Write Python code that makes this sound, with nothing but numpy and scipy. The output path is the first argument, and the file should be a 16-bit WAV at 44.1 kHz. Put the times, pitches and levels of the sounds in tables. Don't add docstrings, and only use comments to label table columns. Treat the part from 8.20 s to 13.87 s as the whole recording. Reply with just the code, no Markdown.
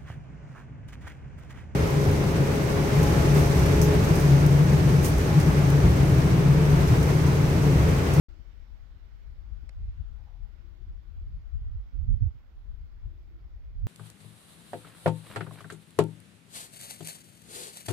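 import sys
import numpy as np
from scipy import signal
from scipy.fft import rfft, irfft
from scipy.io import wavfile
from scipy.ndimage import uniform_filter1d

SR = 44100
rng = np.random.default_rng(int(sys.argv[2]) if len(sys.argv) > 2 else 0)


def waveform_to_disk(signal):
    frames = np.transpose(np.atleast_2d(signal))
    scaled = np.clip(frames, -1, 1) * 32767
    samples = np.round(scaled).astype(np.int16)
    wavfile.write(sys.argv[1], SR, samples)


N = 250047
TIME, FREQS = np.arange(N) / SR, np.fft.rfftfreq(N, 1 / SR)

# frequency_hz, relative_db
HISS_TONE = [(60, -1), (200, -1), (300, -6), (480, -8.5), (700, -11), (1200, -13.5), (1450, -11),
             (1650, -15), (2000, -14), (2600, -18.5), (3500, -19), (4000, -22.5), (4900, -22.5),
             (7400, -34), (9300, -46), (12500, -33.5)]
# time_s, relative_db, treble_tilt_db_per_octave
HISS_CHANGES = [(0.1, -66, 0.59), (0.8, -66.5, 0.049), (1.6, -67, 0.15), (2.6, -67.5, -0.15),
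                (3.999, -68, -0.31), (5.6, -68, -0.63)]
# frequency_hz, left_minus_right_db
HISS_BALANCE = [(200, 4.5), (380, 0.5), (700, -6), (1300, -7), (2400, -5.5), (4400, -5.5), (8100, 6.5),
                (13000, -3.5)]
# frequency_hz, likeness (1 = the same)
HISS_LIKENESS = [(100, 1), (300, 0.15), (640, 0.073), (1400, 0.027), (3000, 0.025)]
# start_s, hold_s, level_db
FAR_MOAN_SWELLS = [(0.1, .06, -69), (2.446, 0.32, -72), (3.001, 0.069, -75.5), (4.932, 0.015, -68.5),
                   (5.14, 0.018, -70)]
# time_s, level_db, pitch_hz, fade_s, left_minus_right_db
SOFT_KNOCKS = [(2, -69, 834, 0.023, -3), (2.074, -69, 820, 0.0075, 4), (2.087, -58, 826, 0.0048, -2),
               (2.104, -71, 760, 0.015, -1), (2.16, -66, 800, 0.021, -1), (2.26, -71, 750, 0.013, -5)]
# start_s, relative_db, treble_tilt_db_per_octave
CLICK_CONTACTS = [(1.493, -47.5, 3), (1.4941, -51, -2), (1.4951, -48.5, -0.5)]
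# pitch_hz, relative_db, ring_s (time to fade by 60 dB)
BODY_NOTES = [(614, -5, 0.013), (1010, -1.5, 0.0072), (2000, 4.5, 0.0045), (2560, -9, 0.014),
              (4360, -5, 0.0088), (5330, -8.5, 0.007), (7240, -6.5, 0.0025), (9700, -13.5, 0.0034),
              (12400, -28, .003)]
# time_s, push_db, pitch_hz, flutter_db, port (0 left, 1 right)
EDDY_THUMPS = [(0.198, -41.5, 95, -56, 0), (1.437, -58, 140, -54.5, 0), (1.6, -32, 84, -67, 1),
               (1.804, -24.5, 88, -66, 0), (3.346, -22, 55.7, -63.5, 0), (3.559, -28, 95.5, -68, 1),
               (3.756, -23, 49, -55, 1), (3.916, -13, 45.5, -50.5, 1), (4.028, -14, 102.4, -42.5, 1),
               (4.062, -16, 81.6, -60, 1), (4.155, -39, 108, -68, 1)]
# frequency_hz, relative_db
FLUTTER_TONE = [(90, -15.5), (190, 6), (260, 3.5), (350, -3), (480, -16), (700, -30), (1500, -47),
                (4000, -85)]
# time_s, left_db, right_db
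BREEZE_STRENGTH = [(0.1, -40, -59.5), (0.9, -42, -55.5), (1.2, -38, -52), (2.5, -40.5, -61),
                   (3.4, -38, -53), (3.7, -47, -51.5), (4.25, -51, -55), (4.5, -41, -50),
                   (5.1, -43.5, -50.5), (5.6, -39.5, -44)]
# start_s, hold_s, left_db, right_db
WIND_GUSTS = [(1.068, 0.059, -55, -50), (1.325, 0.038, -31.5, -59), (1.581, 0.12, -34, -36.5),
              (1.801, 0.027, -29.5, -45.5), (1.923, 0.032, -34.5, -62), (2.207, 0.012, -30, -49),
              (2.69, 0.026, -37, -40), (2.975, 0.22, -36, -41.5), (3.342, 0.036, -28, -40.5),
              (3.427, 0.17, -35, -35), (3.798, 0.16, -34.5, -29.5), (3.896, 0.037, -32.5, -25.5),
              (4.023, 0.033, -29.5, -26.5), (4.367, 0.022, -61, -44), (4.47, 0.12, -35, -65),
              (4.841, 0.051, -32.5, -46), (5.572, 0.25, -41, -35), (5.657, .03, -32, -25)]
# frequency_hz, relative_db
LARGE_EDDY_TONE = [(10, -41), (22, -15.5), (32, 0.5), (42, 0.5), (54, 1.5), (72, -8), (100, -20.5),
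                   (140, -30), (200, -44.5), (400, -72.5), (900, -100)]
SMALL_EDDY_TONE = [(35, -19.5), (70, 1.5), (105, -2), (135, -14), (170, -16), (220, -36.5), (350, -45.5),
                   (500, -60), (1200, -92.5)]


def gain_of(db):
    return 10 ** (np.asarray(db) / 20)


def unit_level(sound):
    return sound / np.sqrt(np.mean(sound ** 2) + 1e-20)


def over_pitch(table, hz=FREQS):
    table_hz, values = np.transpose(table)
    return np.interp(np.log(hz + 1), np.log(table_hz + 1), values)


def over_time(table, column=1):
    table = np.array(table)
    return np.interp(TIME, table[:, 0], table[:, column])


def noise(gain):
    return unit_level(irfft(rfft(rng.standard_normal(N)) * gain, N))


def band(hz, width_hz):
    return 1 / (1 + ((FREQS - hz) / width_hz) ** 2)


def steadied(sound, span_s):
    window = np.exp(-(np.arange(-8000, 8001) / SR / span_s) ** 2)
    nearby_power = signal.fftconvolve(sound ** 2, window / window.sum(), "same")
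    return sound / np.sqrt(nearby_power + 0.02)


def swell(start_s, hold_s, rise_s, fade_s):
    early, late = np.maximum(start_s - TIME, 0), np.maximum(TIME - start_s - hold_s, 0)
    return np.exp(-(early / rise_s) ** 2 - late / fade_s)


def background_hiss(patchy_db=1.19):
    slices, hz = N // 256 + 5, np.fft.rfftfreq(1024, 1 / SR)
    draws = rng.standard_normal((slices, len(hz), 5)).T
    left, unrelated = draws[0] + 1j * draws[1], draws[2] + 1j * draws[3]
    patches = unit_level(uniform_filter1d(uniform_filter1d(draws[4], 10, axis=0), 20, axis=1))
    time_s, _, tilt_db = np.transpose(HISS_CHANGES)
    octaves = np.log2(np.maximum(hz, 500) / 500) * (hz < 9000)
    treble_db = octaves[:, None] * np.interp(np.arange(slices) * 256 / SR, time_s, tilt_db)
    likeness = over_pitch(HISS_LIKENESS, hz)[:, None]
    right = likeness * left + np.sqrt(1 - likeness ** 2) * unrelated
    lean = gain_of(over_pitch(HISS_BALANCE, hz) / 2)[:, None]
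    grid = np.array([left * lean, right / lean])
    grid *= gain_of(over_pitch(HISS_TONE, hz)[:, None] + treble_db + patchy_db * patches)
    hiss = signal.istft(grid, nperseg=1024, noverlap=768)[1][:, :N]
    return gain_of(over_time(HISS_CHANGES) + 1.5) * unit_level(hiss)


def far_moan(spread=0.51, rest_db=-84.5):
    tone = band(hz=329.5, width_hz=40)
    shared = steadied(noise(tone), span_s=0.072)
    drone = unit_level(np.array([shared + spread * noise(tone) for port in range(2)]))
    swells = sum(gain_of(level_db) * swell(start_s, hold_s, rise_s=0.056, fade_s=0.12)
                 for start_s, hold_s, level_db in FAR_MOAN_SWELLS)
    return np.hypot(gain_of(rest_db), swells) * drone


def soft_knocks(width_share=0.2, spread=0.79):
    out = np.zeros((2, N))
    spectrum = rfft(rng.standard_normal(N) + spread * rng.standard_normal((2, N)))
    for time_s, level_db, pitch_hz, fade_s, lean_db in SOFT_KNOCKS:
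        ring = unit_level(irfft(spectrum * band(pitch_hz, pitch_hz * width_share), N))
        sides = gain_of([[level_db + lean_db / 2], [level_db - lean_db / 2]])
        out += sides * np.exp(-abs(TIME - time_s) / fade_s) * ring
    return out


def camera_click(left_db=-5, right_db=0):
    out = np.zeros((2, N))
    age_s = np.arange(1500) / SR
    for start_s, contact_db, tilt_db in CLICK_CONTACTS:
        first = round(start_s * SR)
        for pitch_hz, note_db, ring_s in BODY_NOTES:
            level_db = contact_db + note_db + tilt_db * np.log2(pitch_hz / 2000)
            ring = gain_of(level_db - 60 * age_s / ring_s) * np.sin(2 * np.pi * pitch_hz * age_s)
            out[:, first:first + len(age_s)] += rng.choice([-1, 1], (2, 1)) * ring
    return out * gain_of([[left_db], [right_db]])


def eddy_thumps(swing_cycles=0.97, flutter_cycles=1.7):
    out = np.zeros((2, N))
    flutter = steadied(noise(gain_of(over_pitch(FLUTTER_TONE))), span_s=0.017)
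    for time_s, push_db, pitch_hz, flutter_db, port in EDDY_THUMPS:
        cycles = (TIME - time_s) * pitch_hz
        push = gain_of(push_db) * np.exp(-(cycles / swing_cycles) ** 2) * np.cos(2 * np.pi * cycles)
        breakup = gain_of(flutter_db) * np.exp(-(cycles / flutter_cycles) ** 2) * flutter
        out[int(port)] += push + breakup
    return out


def wind_strength_db(port, waver_db=2.0, waver_hz=8):
    waver = noise(band(waver_hz, waver_hz / 2) ** 2)
    power = gain_of(over_time(BREEZE_STRENGTH, column=1 + port) + waver_db * waver) ** 2
    for start_s, hold_s, *port_db in WIND_GUSTS:
        gust = gain_of(port_db[port]) * swell(start_s, hold_s, rise_s=0.025, fade_s=0.043)
        power += gust ** 2
    return 10 * np.log10(power)


def wind_rumble(strength_db, trim_db, small_db, small_growth):
    small_share = gain_of(np.minimum(small_db + small_growth * (strength_db + 33), -3))
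    large = noise(gain_of(over_pitch(LARGE_EDDY_TONE)))
    small = noise(gain_of(over_pitch(SMALL_EDDY_TONE)))
    return gain_of(strength_db + trim_db) * steadied(large + small_share * small, span_s=0.05)


def scene():
    left_db, right_db = wind_strength_db(port=0), wind_strength_db(port=1)
    left = wind_rumble(left_db, trim_db=-1, small_db=-12.5, small_growth=0.22)
    right = wind_rumble(right_db, trim_db=3, small_db=-6, small_growth=0.62)
    wind = np.array([left, right]) + eddy_thumps()
    return wind + background_hiss() + far_moan() + soft_knocks() + camera_click()


def record(dry, start_s=0.085, top_hz=15750):
    opened = dry * np.clip((TIME - start_s) / 0.003, 0, 1)
    treble_cut = signal.firwin(511, top_hz, window=("kaiser", 9), fs=SR)
    return signal.oaconvolve(opened, treble_cut[None], "same")


dry = scene()
out = record(dry)
waveform_to_disk(out)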